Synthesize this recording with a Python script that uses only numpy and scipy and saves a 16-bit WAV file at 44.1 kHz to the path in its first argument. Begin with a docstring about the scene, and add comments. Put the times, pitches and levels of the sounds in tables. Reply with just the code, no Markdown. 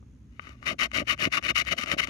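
"""Scratching a paper ticket

On a table indoors, close to the left microphone, a plastic disc scrapes the coating off a paper ticket.
It touches down, slides lightly, then rubs to and fro about seven times a second. Tiny grains of coating
break and ring the disc; the table judders late in each stroke and thuds where the disc bumps it, and the
rim ticks as it lands again. Short echoes, rumble, a wavering hum and faint hiss lie around it."""
import sys
import numpy as np
from scipy import signal
from scipy.fft import rfft, irfft
from scipy.io import wavfile

SR = 44100
rng = np.random.default_rng(int(sys.argv[2]) if len(sys.argv) > 2 else 0)


def int16_out(signal):
    """Quantize to a 16-bit WAV file."""
    q = np.round(np.clip(np.atleast_2d(signal).T, -1, 1) * 32767)
    wavfile.write(sys.argv[1], SR, q.astype(np.int16))


N = 92565


def amp(db):
    """Turns decibels into a pressure ratio."""
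    return 10 ** (np.asarray(db) / 20)


def unit(x):
    """Scales to rms 1."""
    return x / np.sqrt(np.mean(x ** 2) + 1e-20)


def read(points, hz):
    """Reads a table on a log-frequency axis."""
    f, value = np.transpose(points)
    return np.interp(np.log(hz + 1), np.log(f + 1), value)


def through(x, response):
    """Sends a signal through an impulse response."""
    return signal.fftconvolve(x, response)[:N]


def shaped(x, gain):
    """Filters x by a gain that is a function of frequency."""
    hz = np.fft.rfftfreq(2 * N, 1 / SR)
    return irfft(rfft(x, 2 * N) * gain(hz))[:N]


def wander(hz):
    """Smooth random signal of rms 1, mostly slower than the given rate."""
    return unit(shaped(rng.standard_normal(N), lambda f: 1 / (1 + (f / hz) ** 4)))


MIN_WIDTH_HZ = 70  # narrower resonances are widened to this


def body(colour, modes=(), size=4096):
    """Minimum-phase impulse response of a broad colour with resonances on it."""
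    hz = np.fft.rfftfreq(size, 1 / SR)
    db = read(colour, hz)
    for f, width, lift in modes:
        db = db + lift / (1 + (2 * (hz - f) / max(width, MIN_WIDTH_HZ)) ** 2)
    log_gain = np.log(amp(np.r_[db, db[-2:0:-1]]))
    # the Hilbert transform gives the phase that makes the response causal
    return np.fft.ifft(np.exp(np.conj(signal.hilbert(log_gain)))).real


def arch(start, length, peak, power):
    """Strength over one stroke: zero at both ends, 1 at the peak, as the rim speeds up and slows."""
    u = (np.arange(N) / SR - start) / length
    phase = np.interp(u, [0, np.clip(peak, 0.02, 0.98), 1], [0, 0.5, 1])
    return abs(np.sin(np.pi * phase)) ** power


def grains(per_s, spread_db):
    """Random snaps of uneven size and either sign, scaled to rms 1."""
    size = amp(spread_db * np.minimum(rng.exponential(1, N), 3.7))
    return unit(size * rng.choice([-1, 1], N) * (rng.random(N) < per_s / SR))


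def strike(response, contact_ms):
    """One blow of peak 1; a longer contact spreads the force and dulls it."""
    u = np.arange(400) * 1000 / SR / max(contact_ms, 0.01)
    force = u ** 2 * np.exp(-u ** 2 / 3)
    blow = np.convolve(response, force)[:len(response)]
    return blow / abs(blow).max()


def add(mix, s, sound):
    """Lays a sound into the mix from the time s in seconds."""
    part = mix[max(round(s * SR), 0):][:len(sound)]
    part += sound[:len(part)]


def partner(x, other, likeness):
    """Blends x with an unrelated signal, by frequency, as a second microphone hears it."""
    def same(f):
        return np.clip(read(likeness, f), 0, 1)
    return shaped(x, same) + shaped(other, lambda f: np.sqrt(1 - same(f) ** 2))


# room rumble and microphone hiss, relative spectrum: (frequency [Hz], density [dB per Hz])
FLOOR = [(20, -35), (35, -25), (48, -8.5), (65, 0.5), (80, -8.5), (110, -4.5), (170, -16), (240, -11),
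         (340, -26), (500, -33.5), (700, -42), (1200, -41), (2600, -45), (4800, -53), (6500, -48.5),
         (7800, -59), (11000, -58), (15700, -74)]
# likeness of that floor in the two microphones: (frequency [Hz], likeness [0-1])
FLOOR_SAME = [(50, .99), (300, 0.88), (1000, 0.17), (4000, 0.045)]
FLOOR_DB, HUM_HZ, HUM_DB = -50.5, 62, -54  # rms levels; the hum wavers around its pitch


def room_tone():
    """Shaped noise for low rumble and faint hiss, and a sine hum of unsteady pitch and level."""
    left, other = rng.standard_normal((2, N))
    pair = left, partner(left, other, FLOOR_SAME)
    air = np.array([unit(shaped(z, lambda f: amp(read(FLOOR, f)))) for z in pair])
    pitch_hz = HUM_HZ + 3 * wander(7.8)
    hum = np.sin(2 * np.pi * np.cumsum(pitch_hz) / SR) * (1 + 0.1 * wander(2))
    return amp(FLOOR_DB) * air + amp(HUM_DB) * unit(hum)


BUZZ_HZ, BUZZ_WIDTH_HZ, BUZZ_PER_S, BUZZ_DB = 6440, 750, 76, -85  # band, flutters per second, rms level


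def buzz():
    """A very faint high hiss: a noise band whose level flutters quickly."""
    noise = rng.standard_normal(N)
    band = unit(shaped(noise, lambda f: np.exp(-((f - BUZZ_HZ) / BUZZ_WIDTH_HZ) ** 2)))
    flutter = np.sin(np.pi * BUZZ_PER_S * np.arange(N) / SR) ** 4
    return amp(BUZZ_DB) * unit(band * flutter)


# broad colour of disc and paper: (frequency [Hz], level [dB])
DISC = [(150, -32.5), (500, -26.5), (780, -23.5), (900, -18), (1050, -15), (1200, -12.5), (1400, -12),
        (1680, -11.5), (1780, -6), (1950, -1.5), (2900, -2), (3100, -10.5), (3300, -26), (4000, -14.5),
        (4700, -20), (5900, -17), (6600, -21.5), (7200, -25), (8000, -30.5), (9200, -34.5), (10300, -35.5),
        (12300, -42.5), (13200, -31.5), (14000, -62), (16000, -39)]
# resonances of the disc: (frequency [Hz], width [Hz], lift [dB])
MODES_OF_DISC = [(1190, 190, 11.5), (1523, 65, 7.5), (1870, 310, 3), (2500, 78, 3), (2673, 31, -8.5),
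                 (2932, 360, 4.5), (3673, 140, 12.5), (4400, 390, 2), (5220, 89, 11.5)]
# high resonances of the disc: (frequency [Hz], width [Hz], lift [dB])
SHIMMER = [(10100, 700, 7), (12350, 600, 12)]


def disc_ring(pitch=1):
    """Ring of the disc on its paper, every frequency scaled by pitch."""
    colour = [(f * pitch, db) for f, db in DISC]
    modes = [(f * pitch, width, lift) for f, width, lift in MODES_OF_DISC + SHIMMER]
    return body(colour, modes)


# the rim lands: (time [s], peak level [dB], contact time scale [ms], crack peak level [dB])
TICKS = [(0.027, -45, 0.39, -65), (0.3953, -17, 0.12, -70), (0.471, -28.5, 0.11, -42),
         (0.493, -35, 0.063, -33.5), (0.6278, -25.5, 0.14, -41), (0.916, -22, 0.054, -30),
         (1.178, -31, 0.059, -35), (1.415, -36, 0.053, -46), (1.4268, -23, 0.053, -27),
         (1.651, -33, 0.063, -28), (1.8606, -23, 0.034, -22), (2.073, -20.5, .04, -21)]
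# colour of the crack of a hard edge: (frequency [Hz], level [dB])
CRACK = [(300, -13), (2000, 4), (4000, 1), (6500, 1), (9000, -9), (11000, -24), (16000, -26)]


def ticks():
    """The rim taps the ticket and rings the disc; a hard edge adds a crack."""
    out, disc, crack = np.zeros(N), disc_ring(), body(CRACK)
    for s, db, contact_ms, crack_db in TICKS:
        tap = amp(db) * strike(disc, contact_ms)
        add(out, s, tap + amp(crack_db) * crack / abs(crack).max())
    return out


# colour of the table top: (frequency [Hz], level [dB])
TABLE = [(30, -39), (80, 2), (130, 0), (330, -1.5), (440, -6.5), (680, -3), (800, -13.5), (1500, -33),
         (4000, -78), (16000, -98)]
# resonances of the table top: (frequency [Hz], width [Hz], lift [dB])
MODES_OF_TABLE = [(256.4, 57, 3.6), (362, 78, 5.8), (596.4, 160, 8)]


def table_top():
    """Ring of the table top: its broad colour with resonances."""
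    return body(TABLE, MODES_OF_TABLE)


# the disc bumps the table: (time [s], peak level [dB], contact time scale [ms])
KNOCKS = [(0.028, -48.5, 0.61), (0.3944, -42, 0.14), (0.471, -42.5, 0.62), (0.492, -40.5, 0.37),
          (0.73, -31.5, 0.14), (1.001, -22, 0.22), (1.021, -34, .6), (1.2615, -22, 0.52),
          (1.2725, -18.5, .5), (1.378, -28, 0.26), (1.734, -25, 0.22), (1.837, -29, 0.57),
          (1.9345, -24.5, 0.74), (1.939, -29, 0.36), (1.966, -28.5, 0.24), (2.083, -30.5, 0.49)]
KNOCK_LOW_HZ = 170  # the stiff table gives little deep bass


def knocks():
    """The table thuds where the disc bumps it, with the deep bass thinned."""
    out = np.zeros(N)
    thud = signal.lfilter(*signal.butter(1, KNOCK_LOW_HZ, "high", fs=SR), table_top())
    for s, db, contact_ms in KNOCKS:
        add(out, s, amp(db) * strike(thud, contact_ms))
    return out


# Scrape levels in these three tables are before SCRAPE_DB; low rasp and fizz also take DULL_DB and FIZZ_DB.
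# strokes of the rim: (start [s], length [s], place of the peak [0-1], level [dB],
# extra low rasp [dB], extra fizz [dB], table judder level [dB])
STROKES = [(0.389, 0.19, 0.36, -49.5, 8, 3, -64.5), (0.602, 0.055, 1, -49, 7, 3, -59),
           (0.65, 0.098, 0.26, -24, 0.5, 1, -36.5), (0.781, 0.095, 0.4, -20, 0.5, 1.5, -39.5),
           (0.928, 0.11, 0.26, -22, -1, 1, -33), (1.063, 0.09, 0.52, -20.5, 1.5, 0.5, -41.5),
           (1.179, 0.11, 0.47, -20.5, -2.5, 0, -36), (1.312, 0.066, 0.47, -21, -0.5, 2.5, -43),
           (1.368, 0.03, 0.13, -22.5, 5.5, 0.5, -43), (1.426, 0.06, 0.5, -23, -6, -1.5, -43),
           (1.477, 0.046, 0.38, -18.5, -1, 1, -37), (1.544, 0.09, 0.33, -20, -5, 4, -43),
           (1.602, 0.024, 0.49, -20.5, -8, -1.5, -50), (1.653, 0.066, 0.51, -26.5, -10, -2, -45.5),
           (1.703, 0.04, 0.54, -20, -3.5, 0.5, -33.5), (1.757, 0.046, 1, -33, 7, 5.5, -39.5),
           (1.789, 0.069, 0.36, -30.5, 2.5, 4, -50.5), (1.846, 0.087, 0.59, -30.5, 4, 0.5, -44),
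           (1.905, 0.049, 0.44, -25.5, 2, 1.5, -33.5), (1.971, 0.04, 0.65, -19, 2.5, 0.5, -36.5),
           (1.998, 0.059, 0.76, -25, -2, 1.5, -46), (2.059, 0.084, 0.51, -37, 10, 3, -53)]
# the rim grazes the paper between strokes: (start [s], length [s], level [dB])
GRAZES = [(0.29, 0.19, -62), (0.558, 0.052, -60), (0.88, 0.068, -62), (0.904, 0.038, -49),
          (1.044, 0.023, -54), (1.157, 0.02, -55.5), (1.292, 0.058, -48.5), (1.391, 0.06, -54),
          (1.524, 0.062, -58), (1.621, 0.046, -50), (1.727, 0.033, -47), (1.931, 0.038, -51),
          (2.047, 0.032, -45.5)]
# the rim bites into a thicker patch of coating: (start [s], length [s], level [dB])
SNAGS = [(1.106, 0.0068, -22), (1.226, 0.013, -34), (1.338, 0.019, -24), (1.554, 0.015, -19.5),
         (1.604, 0.0084, -26), (1.668, 0.0047, -26.5), (1.682, 0.0096, -23.5), (1.711, 0.0091, -21),
         (1.776, 0.016, -22.5), (1.829, 0.013, -24.5), (1.913, 0.0069, -18.5)]
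# likeness of the grains in the two microphones: (frequency [Hz], likeness [0-1])
SAME = [(100, 0.8), (1200, 0.41), (2200, 0.98), (3000, 0.46), (5000, 0.4), (16000, 0.41)]
ARCH, SCRAPE_DB = 1.506, 1  # exponent of the stroke's rise and fall, level of the whole scrape
GRAINS_PER_S, GRAIN_SPREAD_DB = 9000, 2.5
CATCH_DB, CATCH_HZ = 1.5, 201  # the rim catches and slips unevenly
DULL_HZ, DULL_LAG_S, DULL_DB = 1480, 0.0027, -1.5  # the lower rasp comes later, as the rim slows
FIZZ_HZ, FIZZ_DB, FIZZ_CLUMP_DB, FIZZ_CLUMP_HZ = 3600, -2, 1.5, 91  # the fizz comes in clumps
DRIFT, DRIFT_HZ, DRIFT_POWER = 0.029, 3.6, 0.39  # detuning as share of pitch, rate, rms share of the force


def scrape():
    """Grains of coating break under the rim and ring the disc; the microphones hear partly different sets."""
    power, low_power, fizz_power = np.zeros((3, N))
    for start, length, peak, db, low_db, fizz_db, _ in STROKES:
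        stroke = (amp(db) * arch(start, length, peak, ARCH)) ** 2
        power += stroke
        low_power += stroke * amp(low_db) ** 2
        fizz_power += stroke * amp(fizz_db + FIZZ_DB) ** 2
    brief = sum((amp(db) * arch(start, length, 0.67, 1)) ** 2 for start, length, db in SNAGS + GRAZES)

    t = np.arange(N) / SR
    rasp = np.sqrt(power + brief)
    dull = amp(DULL_DB) * np.sqrt(np.interp(t - DULL_LAG_S, t, low_power) + brief)
    fizz = np.sqrt(fizz_power + brief) * unit(amp(FIZZ_CLUMP_DB * wander(FIZZ_CLUMP_HZ)))
    catch = unit(amp(CATCH_DB * wander(CATCH_HZ)))

    # the changing grip crossfades the disc towards a higher or a lower tuning
    grip = np.clip(DRIFT_POWER * wander(DRIFT_HZ), -1, 1)
    rings = [(disc_ring(), 1 - abs(grip)),
             (disc_ring(1 + DRIFT), np.maximum(grip, 0)),
             (disc_ring(1 - DRIFT), np.maximum(-grip, 0))]

    near = grains(GRAINS_PER_S, GRAIN_SPREAD_DB)
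    other = grains(GRAINS_PER_S, GRAIN_SPREAD_DB)
    out = []
    for snaps in near, partner(near, other, SAME):
        low = shaped(snaps, lambda f: 1 / (1 + (f / DULL_HZ) ** 8))
        coarse = shaped(snaps, lambda f: 1 / (1 + (f / FIZZ_HZ) ** 8))
        force = catch * (low * dull + (coarse - low) * rasp + (snaps - coarse) * fizz)
        out.append(sum(through(force * share, ring / np.linalg.norm(ring)) for ring, share in rings))
    return amp(SCRAPE_DB) * np.array(out)


JUDDERS_PER_S, JUDDER_SPREAD_DB = 980, 3.5
JUDDER_ARCH, JUDDER_PEAK, JUDDER_OVERRUN_S = 0.67, 0.67, 0.0027  # exponent, place of the peak, extra length


def judder():
    """The table judders as the disc slows: random pushes, strongest late in each stroke, ring its top."""
    power = np.zeros(N)
    for start, length, *_, db in STROKES:
        power += (amp(db) * arch(start, length + JUDDER_OVERRUN_S, JUDDER_PEAK, JUDDER_ARCH)) ** 2
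    pushes = np.sqrt(power) * grains(JUDDERS_PER_S, JUDDER_SPREAD_DB)
    top = table_top()
    return through(pushes, top / np.linalg.norm(top))


# the right microphone is shaded: (frequency [Hz], level against the left [dB])
SHADE = [(100, -6), (330, 0), (520, -8.5), (850, -7), (1200, -13.5), (1600, -5), (1950, -13), (2300, -12),
         (2900, -24.5), (3350, 8), (3750, -16), (4400, 0), (5100, -17.5), (6500, -9), (8000, -6.5),
         (9500, -1.5), (16000, -1.5)]
LAG_S = 0.0002


def far_microphone(x):
    """The shaded right microphone: coloured by frequency and slightly late."""
    return shaped(through(x, body(SHADE)), lambda f: np.exp(-2j * np.pi * f * LAG_S))


def echoes(x, t60):
    """Dense random reflections after the first millisecond, dying by 60 dB in t60 seconds."""
    t = np.arange(SR // 2) / SR
    tail = rng.standard_normal(len(t)) * amp(-60 * t / t60) * (t > 0.001)
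    return through(x, tail / np.linalg.norm(tail))


ECHO_DB, ECHO_T60, ROOM_DB, ROOM_T60 = -10, 0.0075, -32.5, 0.14  # levels, decay times in s


def with_room(x):
    """Adds very short close echoes and the longer, fainter room."""
    return x + amp(ECHO_DB) * echoes(x, ECHO_T60) + amp(ROOM_DB) * echoes(x, ROOM_T60)


def scene():
    """Disc and table at both microphones, with echoes, over the room tone and the faint buzz."""
    left, right = ticks() + knocks() + scrape() + judder()
    right = far_microphone(right)
    return np.array([with_room(left), with_room(right)]) + room_tone() + buzz()


EDGE_HZ = 15800


def record(dry):
    """The recorder's band limit: a steep low-pass."""
    lowpass = signal.firwin(511, EDGE_HZ, window=("kaiser", 9), fs=SR)
    return signal.oaconvolve(dry, lowpass[None], "same")


dry = scene()
out = record(dry)
int16_out(out)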